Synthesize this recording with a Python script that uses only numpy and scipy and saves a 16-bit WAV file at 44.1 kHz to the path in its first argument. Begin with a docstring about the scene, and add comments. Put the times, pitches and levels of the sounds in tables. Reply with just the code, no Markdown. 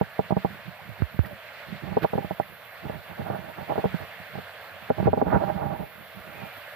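"""First a knock on plastic: a hand shifts its grip on a small camera beside a pond where carp feed.
Slips, creak and shaking ring the housing modes straight into two microphones; fingers thump; noise bursts make
skin brushes and scratchy creaks. Behind: short gliding sines (a droplet, small grip creaks, high blips), one
wavering bird whistle, far park and traffic wash as banded noise, and a treble hiss, strongest on the right.
A limiter holds the peaks."""
import sys
import numpy as np
from scipy import signal
from scipy.io import wavfile
from scipy.ndimage import uniform_filter1d, minimum_filter1d

SR = 44100
rng = np.random.default_rng(int(sys.argv[2]) if len(sys.argv) > 2 else 0)


def log_audio(samples):
    """Write samples as a 16-bit WAV file to the path given in sys.argv[1]."""
    # one column per channel
    frames = np.atleast_2d(samples).T
    # limit to full scale, then quantise
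    limited = np.clip(frames, -1, 1)
    pcm = np.round(limited * 32767).astype(np.int16)
    wavfile.write(sys.argv[1], SR, pcm)


N = 297851
T = np.arange(N) / SR

# Housing modes: (frequency [Hz], T60 [s], build-up [s], part [fraction dropped: 0 right shell, 1 left shell,
# 2 whole body], left gain [dB], right gain [dB], left phase [rad], right phase [rad])
HOUSING_MODES = [(103.2, 0.092, 0.0054, 2, -15, -12, 3, 0.43), (146, 0.07, 0.0044, 2.2, -25, -9, 3, 0.43),
                 (188.7, 0.047, 0.0012, 2, -8, 2.5, 1.6, 0.31),
                 (250.4, 0.04, 0.0022, 1.8, -15.5, -8, 1, 0.087),
                 (334, 0.024, 0.00074, 0.5, -10, -23, 1.4, 0.2),
                 (329.6, 0.011, 0.00055, 2, -15, 6.5, 1.5, 0.25),
                 (427, 0.034, 0.0018, 1, -0.5, -9, 1.5, -0.26), (528, 0.031, 0.0029, 1.5, -2, -6, 4, 0.3),
                 (628.7, 0.031, 0.0018, 0, -17.5, -3, 4.5, 0.22),
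                 (710, 0.017, 0.0011, -0.5, -27, -6, 6, -0.53),
                 (800.8, 0.046, 0.00061, 0.5, -21.5, -3, -3.5, -0.89),
                 (928.5, 0.032, 0.0028, 0, -33, -7, -2, -0.28),
                 (1147, 0.025, 0.00072, 0, -25, -11.5, 0.4, -0.41),
                 (1400, 0.013, 0.00074, 0, -23, -9.5, 0.6, 0.021),
                 (1677, 0.015, 0.00066, 0, -29, -19, 1, 0.41)]
# Slips of the grip, mean drive: (time [s], right shell [dB], left shell [dB], body [dB])
GRIP_SLIPS = [(0.012, -6, -13, -13.5), (0.1922, -6, -10, -13.5), (0.3063, -10, -18, -18.5),
              (0.3227, -6, -23, -10.5), (0.3668, -8.5, -16, -13), (0.4473, -7, -12.5, -15.5),
              (1.9685, -6, -3.5, -23), (2.0452, -3, -8, -20), (2.1329, -10.5, -11.5, -21),
              (2.1536, -22, -19, -19), (2.178, -10.5, -12, -21), (2.1855, -20.5, -22, -20),
              (2.2456, -19, -30, -23), (2.3086, -13, -22.5, -20.5), (2.3987, -6, -17.5, -23),
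              (2.8968, -17, -20.5, -24), (3.3006, -14, -21.5, -24), (3.7, -16, -27, -33),
              (3.7062, -18, -19.5, -32), (3.7121, -21, -27, -29), (3.7204, -13, -27, -46),
              (3.7309, -18, -22, -36), (3.7562, -15, -26, -30), (3.7785, -10, -14, -33),
              (3.7875, -22, -34, -23), (3.7939, -17, -27, -30), (3.841, -10.5, -11.5, -23),
              (3.8539, -11.5, -13, -14.5), (4.3538, -25.5, -31, -36), (4.384, -28, -25, -34),
              (4.902, -1.5, -1, -16), (4.983, -18, -33, -26.5), (5.0004, -13, -34, -24),
              (5.0278, -18.5, -30, -18), (5.0704, -5, -10.5, -25), (5.0767, -3, 0.3, -38),
              (5.0819, -14, -8, -29), (5.131, -2.5, -3.5, -19), (5.1739, -12, -9, -20),
              (5.2149, 0.3, -9, -23), (5.22, -17, -3, -26), (5.2672, -27, -26, -18),
              (5.2834, -28, -26, -21), (5.334, -8, -15, -16), (5.3435, -10, -19, -15),
              (5.364, -8, -21, -30), (5.4369, -12, -39, -36), (5.4748, -29, -45, -25),
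              (5.4997, -13, -23, -28), (5.8023, -26, -28, -31)]
# Rubs of the hand: (start [s], hold [s], right creak drive [dB], right shaking drive [dB], left re right [dB])
HAND_RUBS = [(0.474, 0.082, -78, -57, -8.5), (0.67, 0.024, -81, -58.5, -15),
             (0.826, 0.081, -74, -63.5, -20), (1.005, 0.011, -78, -56, -24), (1.14, .004, -75, -56, -30),
             (1.225, 0.096, -66, -60, -9), (1.687, 0.055, -75, -57, -15), (1.838, 0.056, -66, -50, -24),
             (1.922, 0.042, -50, -55.5, -13), (2.215, 0.038, -59, -62, -12), (2.504, 0.019, -80, -59, -22),
             (2.849, 0.0093, -51.5, -52, -10.5), (2.894, 0.098, -66, -57.5, -14),
             (3.102, .015, -56.5, -58.5, -14), (3.196, 0.016, -54, -52.5, -6.5),
             (3.257, .1, -48.5, -55.5, -13.5), (3.394, 0.11, -58, -63.5, -16),
             (3.58, 0.046, -53, -61.5, -12.5), (3.69, .04, -54, -55.5, -18), (3.773, 0.096, -64, -60, -10),
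             (3.932, .01, -53, -60, -10), (4.009, 0.011, -57, -58, -22), (4.19, .02, -78, -63.5, -16),
             (4.334, 0.043, -66, -58, -15), (4.717, 0.012, -84, -70, -18), (4.818, 0.0089, -77, -66, -15),
             (4.988, 0.014, -58, -47, -13), (5.048, 0.032, -53, -47, -1), (5.097, 0.17, -57.5, -55, -5),
             (5.266, 0.037, -48.5, -48.5, -13), (5.33, 0.029, -39, -44, -5.5),
             (5.376, 0.046, -46, -56, -18), (5.446, 0.057, -47, -54.5, -20), (5.54, .11, -51, -55, -13),
             (5.66, 0.0089, -53, -53, -17), (5.696, 0.062, -52, -57, -16), (5.795, 0.039, -48.5, -51.5, -8),
             (5.95, 0.073, -74, -71, -17), (6.171, .02, -77, -57.5, -24), (6.25, 0.12, -65, -64.5, -27),
             (6.403, 0.063, -58.5, -58, -16)]
# Soft finger bumps, before softening: (time [s], right level [dB], left level [dB], start frequency [Hz],
# end frequency [Hz], T60 [s], tick drive [dB])
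FINGER_THUMPS = [(0.89, -28.5, -49, 151, 100, 0.21, -60), (1.021, -5, -26, 122, 58, 0.065, -14),
                 (1.1913, -2.5, -22, 112, 68, 0.07, -13.5), (3.195, -18.5, -34, 186, 145, 0.087, -28),
                 (3.943, -10.5, -28, 189, 158, 0.061, -53), (4.019, -29.5, -43, 180, 149, 0.068, -60),
                 (5.058, -6.5, -31, 151, 116, .08, -48), (5.076, -30, -9, 111, 92, 0.15, -64),
                 (5.368, -13, -30, 190, 160, 0.086, -40)]
# Skin brushes and bright scratchy grip creaks on the right: (centre [s], length [s], flutter [dB],
# scratch before top edge [dB], scratch top edge [Hz], treble [dB])
BRUSHES_AND_SCRATCHES = [(1.238, .006, -60, -50, 2500, -45), (1.264, .02, -45, -39, 4820, -48),
                         (2.034, 0.029, -24, -30, 4400, -46), (3.297, .08, -60, -38, 1800, -70),
                         (5.06, 0.022, -50, -30, 1780, -70), (5.217, 0.01, -60, -24, 1800, -70),
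                         (5.332, 0.088, -58, -29, 1880, -70), (5.498, 0.036, -60, -34.5, 1830, -70),
                         (6.576, 0.021, -50, -52, 4400, -48)]
# Short soft tones: one rising droplet, small creaks of the grip and brief high blips:
# (time [s], start frequency [Hz], rise per length [octaves], length [s], right level [dB])
SHORT_TONES = [(0.791, 708, 0.82, 0.032, -41), (1.235, 560, .05, .02, -36), (1.31, 600, -.1, .03, -34),
               (4.05, 560, .05, .015, -36), (1.248, 1820, 0.11, .007, -28), (2.431, 1740, .2, 0.0045, -31)]
# Bird whistle: (time [s], mean frequency [Hz], level before side gains [dB])
BIRD_WHISTLE = [(6.335, 2320, -70), (6.345, 2340, -52), (6.365, 2520, -53), (6.39, 2540, -53),
                (6.412, 2420, -50.5), (6.52, 2390, -53), (6.56, 2300, -63)]
# Far wash, relative spectrum: (frequency [Hz], left density [dB per Hz], right density [dB per Hz],
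# left-right likeness [0..1])
WASH_SPECTRUM = [(39.7, -30, -24, 0.61), (100, -9, -4.5, 1), (300, -22, -22, .35), (410, -20, -20, 0.4),
                 (576, 1.5, 5.5, 1), (737, -6.5, -5, 0.75), (1110, -11.5, -4, 0.76),
                 (1675, -3.5, -0.5, 0.98), (2500, -9, -6, 0.34), (3964, -16.5, -14.5, 0.23),
                 (5370, -33.5, -32, 0.17), (10400, -33, -30.5, 0.19), (11800, -43, -64, .05),
                 (15740, -25, -21.5, .05)]
# Treble hiss, right side, before flicker: (time [s], level [dB])
HISS_LEVEL = [(0.0, -54), (1.16, -53), (1.37, -52.5), (1.6, -55), (2.03, -54), (2.2, -50.5), (4.5, -51.5),
              (5.3, -53.5), (5.9, -49.5), (6.75, -49.5)]

RUB_RISE_DB_S, RUB_FALL_DB_S, RUB_WAVER_DB = 704, 550, 3.5
SHAKE_LEFT_DB = 8   # shaking reaches the left side better than creak
REST_DB = -84   # the hand is never quite still
# skin creeps just before a slip
CREEP_LEAD_S, CREEP_RIGHT_DB, CREEP_LEFT_DB, CREEP_SLOPE_DB_S = .006, -48, -54, 1500
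SETTLE_RIGHT_DB, SETTLE_LEFT_DB, SETTLE_FALL_DB_S = -46, -55, 250   # the body settles after it
WASH_DB, WASH_LEFT_LAG_S = -44, .00005
HISS_EDGE_HZ, HISS_LEFT_DB = 11240, -33   # left is relative to right
LIMITER_CEILING, RELEASE_DB_S = .46, 78
TOP_STOP_HZ = 15900


def amp(db):
    """Decibels to amplitude."""
    return 10 ** (np.asarray(db) / 20)


def rms_one(x):
    """Scale to overall rms 1."""
    return x / np.sqrt(np.mean(x ** 2) + 1e-20)


def in_time(rows):
    """Interpolate table columns over the first, time [s]."""
    time_s, *columns = np.transpose(rows)
    return [np.interp(T, time_s, c) for c in columns]


def passband(x, low_hz, high_hz, order=2):
    """Butterworth band-pass."""
    return signal.sosfilt(signal.butter(order, [low_hz, high_hz], "band", fs=SR, output="sos"), x)


def drift(rate_hz):
    """Slow random wander, rms 1: two-pole smoothed noise, computed every 40 samples."""
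    r = np.exp(-80 * np.pi * rate_hz / SR)
    noise = rng.standard_normal(N // 40 + 2002)
    slow = signal.lfilter([1], [1, -2 * r, r * r], noise)[2000:]   # drop the filter's start
    return np.interp(np.arange(N) / 40, np.arange(len(slow)), rms_one(slow))


def ring(push, hz, t60_s, build_s):
    """Complex ringing of one mode that builds up, then decays; the imaginary part is the sine."""
    turn = np.exp(2j * np.pi * hz / SR)
    build = np.exp(-1 / (build_s * SR))
    fed = signal.lfilter([1 - build], [1, -build * turn], push + 1e-18)
    return signal.lfilter([1], [1, -amp(-60 / (t60_s * SR)) * turn], fed)


def grains(per_s, spread_db):
    """Random clicks of uneven size and sign, rms 1."""
    size_db = spread_db * np.minimum(rng.exponential(1, N), 4)
    sizes = amp(size_db) * rng.choice([-1, 1], N)
    return rms_one(sizes * (rng.random(N) < per_s / SR))


def soften(x, hz):
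    """A soft contact spreads each click over a short time."""
    r = np.exp(-2 * np.pi * hz / SR)
    return signal.lfilter([(1 - r) ** 2], [1, -2 * r, r * r], x)


def housing():
    """Slips, creak and shaking drive the same modes; each microphone hears a mode at its own level and phase."""
    rows = np.array(GRIP_SLIPS)
    at = np.round(rows[:, 0] * SR).astype(int)
    uneven_db = rng.normal(0, 2.43, (len(rows), len(HOUSING_MODES)))   # each slip grips a different spot
    creak_right, creak_left, shake_right, shake_left = handling()
    creak = [creak_right, creak_left]
    ticks = [grains(1400, spread_db=3.0) for _ in range(2)]   # stick-slip of skin at two places
    lumps = [soften(grains(500, spread_db=2), 260) for _ in range(2)]
    shaking = np.array([shake_left * (0.67 * lumps[0] + 1.07 * lumps[1]), shake_right * lumps[0]])
    out = np.zeros((2, N))
    for k, (hz, t60_s, build_s, part, left_db, right_db, left_rad, right_rad) in enumerate(HOUSING_MODES):
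        part = int(part)
        # body: left and right rows; shell: one shared row
        rub = shaking if part == 2 else creak[part] * ticks[k % 2][None]
        slips = np.zeros(N)
        slips[at] = -amp(rows[:, 1 + part] + uneven_db[:, k])
        push = soften(rub, 2020) + soften(slips, 1300)   # fine ticks are shorter contacts than whole slips
        mode = ring(push, hz, t60_s, build_s)
        out[0] += amp(left_db) * (mode[0] * np.exp(1j * left_rad)).imag
        out[1] += amp(right_db) * (mode[-1] * np.exp(1j * right_rad)).imag
    return out


def handling():
    """Strength of creak and of shaking, right and left, from the rubs and from around each slip."""
    start_s, hold_s, creak_db, shake_db, left_db = np.transpose(HAND_RUBS)
    slip_s, right_shell_db, left_shell_db, body_db = np.transpose(GRIP_SLIPS)
    rub_db = [creak_db, creak_db + left_db, shake_db, shake_db + left_db + SHAKE_LEFT_DB]
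    rubs = swells(start_s, hold_s, rub_db, RUB_RISE_DB_S, RUB_FALL_DB_S)
    creep_db = [right_shell_db + CREEP_RIGHT_DB, left_shell_db + CREEP_LEFT_DB]
    creep = swells(slip_s - CREEP_LEAD_S, 0, creep_db, CREEP_SLOPE_DB_S, CREEP_SLOPE_DB_S)
    settle_db = [body_db + SETTLE_RIGHT_DB, body_db + SETTLE_LEFT_DB]
    settle = swells(slip_s, 0, settle_db, CREEP_SLOPE_DB_S, SETTLE_FALL_DB_S)
    creak_waver, shake_waver = [amp(RUB_WAVER_DB * drift(23)) for _ in range(2)]
    wavers = [creak_waver, creak_waver, shake_waver, shake_waver]
    return [(rub + slip + amp(REST_DB)) * waver for rub, slip, waver in zip(rubs, creep + settle, wavers)]


def swells(start_s, hold_s, levels_db, rise_db_s, fall_db_s):
    """Sum of rise, hold and fall shapes, straight in dB; one gain curve per set of levels."""
    t = T[::64, None]
    rise_db = -rise_db_s * np.maximum(start_s - t, 0)
    fall_db = -fall_db_s * np.maximum(t - start_s - hold_s, 0)
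    shape_db = rise_db + fall_db
    return [np.interp(T, t[:, 0], amp(shape_db + db).sum(axis=1)) for db in levels_db]


def thumps():
    """A sudden push swings out as one low ring that slackens in pitch, with a short tick on top."""
    low, tick = np.zeros((2, N)), np.zeros(N)
    t = np.arange(round(.15 * SR)) / SR
    for s, right_db, left_db, start_hz, end_hz, t60_s, tick_db in FINGER_THUMPS:
        hz = end_hz + (start_hz - end_hz) * np.exp(-t / 0.011)
        swing = amp(-60 * t / t60_s) * np.cos(2 * np.pi * np.cumsum(hz) / SR)
        i = round(s * SR)
        low[:, i:i + len(t)] += swing * amp([[left_db], [right_db]]) * [[-1], [1]]   # opposite polarity
        tick[i] = amp(tick_db)
    ticks = soften(passband(tick, 1040, 1580), 3300) * amp([[8], [24]])
    return soften(low, 800) + ticks


def brushes_and_scratches():
    """Short rough bursts of noise in three parts: low flutter, a scratch with a steep top edge, treble."""
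    rough = rng.standard_normal(N) * amp(2.5 * drift(110))
    flutter = rms_one(passband(rough, 60, 400))
    scratch = rms_one(passband(rough, 1000, 1700, order=1))
    treble = rms_one(passband(rng.standard_normal(N), 12400, 17400))
    out = np.zeros(N)
    for s, length_s, low_db, scratch_db, top_hz, treble_db in BRUSHES_AND_SCRATCHES:
        edged = signal.sosfilt(signal.butter(6, top_hz, fs=SR, output="sos"), scratch)
        parts = amp(low_db) * flutter + amp(scratch_db) * edged + amp(treble_db) * treble
        out += np.exp(-((T - s) / (length_s / 2)) ** 2) * parts
    return out * amp([[-14], [0]])


def short_tones():
    """Each tone is a sine that glides, mostly upward, while it dies."""
    out = np.zeros(N)
    for s, hz, rise_oct, length_s, db in SHORT_TONES:
        t = np.arange(round(3 * length_s * SR)) / SR
        tone = np.sin(2 * np.pi * np.cumsum(hz * 2 ** (rise_oct * t / length_s)) / SR)
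        envelope = np.exp(-1.5 * t / length_s) * np.minimum(t / 0.00089, 1)
        i = round(s * SR)
        out[i:i + len(t)] += amp(db) * tone * envelope
    return out * amp([[-4], [0]])


def bird():
    """One far whistle: a sine wavering in pitch and level."""
    hz, db = in_time(BIRD_WHISTLE)
    phase_rad = 2 * np.pi * np.cumsum(hz + 12 * drift(40)) / SR
    tone = np.sin(phase_rad) * amp(db + 2.2 * drift(40))
    sounding = (T > BIRD_WHISTLE[0][0]) & (T < BIRD_WHISTLE[-1][0])
    return tone * sounding * amp([[1.5], [3.5]])


def wash():
    """Third-octave bands of noise, each with its own level per side, likeness and slow patches."""
    table = np.array(WASH_SPECTRUM)
    edges_hz = 35 * 2 ** np.arange(0, 9.1, 1 / 3)
    white = rng.standard_normal((2, 2, N))   # neighbouring bands use unrelated noise
    together = drift(0.99)
    out = 0
    for k, (low_hz, high_hz) in enumerate(zip(edges_hz, edges_hz[1:])):
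        mid, side = passband(white[k % 2], low_hz, high_hz)
        log_centre = np.log(low_hz * high_hz) / 2
        left_db, right_db, alike = [np.interp(log_centre, np.log(table[:, 0]), table[:, c]) for c in (1, 2, 3)]
        alike = np.clip(alike, 0, 1)
        pair = np.sqrt(1 + alike) * mid + np.sqrt(1 - alike) * side * [[1], [-1]]
        out = out + pair * amp([[left_db], [right_db]]) * amp(1.3 * together + 1.34 * drift(14))
    out = amp(WASH_DB) * rms_one(out)
    late_left = np.interp(T - WASH_LEFT_LAG_S, T, out[0])   # the sound reaches the right port first
    return np.array([late_left, out[1]])


def hiss():
    """Smooth noise above a steep edge, unrelated in the two microphones; its level flickers."""
    edge = signal.butter(8, HISS_EDGE_HZ, "high", fs=SR, output="sos")
    noise = signal.sosfilt(edge, rng.standard_normal((2, N)))
    level_db = in_time(HISS_LEVEL)[0] + 1.2 * drift(18)
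    return rms_one(noise) * amp(level_db) * amp([[HISS_LEFT_DB], [0]])


def scene():
    """Sum of all sources, rows left and right."""
    return housing() + thumps() + brushes_and_scratches() + short_tones() + bird() + wash() + hiss()


def record(dry):
    """Low cut, a look-ahead limiter with a steady release on both channels, then the top is cut."""
    x = signal.sosfilt(signal.butter(4, 58, "high", fs=SR, output="sos"), dry)
    over_db = np.maximum(20 * np.log10(np.abs(x).max(axis=0) / LIMITER_CEILING + 1e-9), 0)
    released_db = RELEASE_DB_S * T
    held_db = np.maximum(np.maximum.accumulate(over_db + released_db) - released_db, 0)
    gain_db = minimum_filter1d(-held_db, size=89)   # lowest gain within 1 ms each way
    x = x * amp(uniform_filter1d(gain_db, size=45))
    return signal.sosfilt(signal.cheby2(20, 70, TOP_STOP_HZ, fs=SR, output="sos"), x)   # 70 dB down at the edge


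dry = scene()
out = record(dry)
log_audio(out)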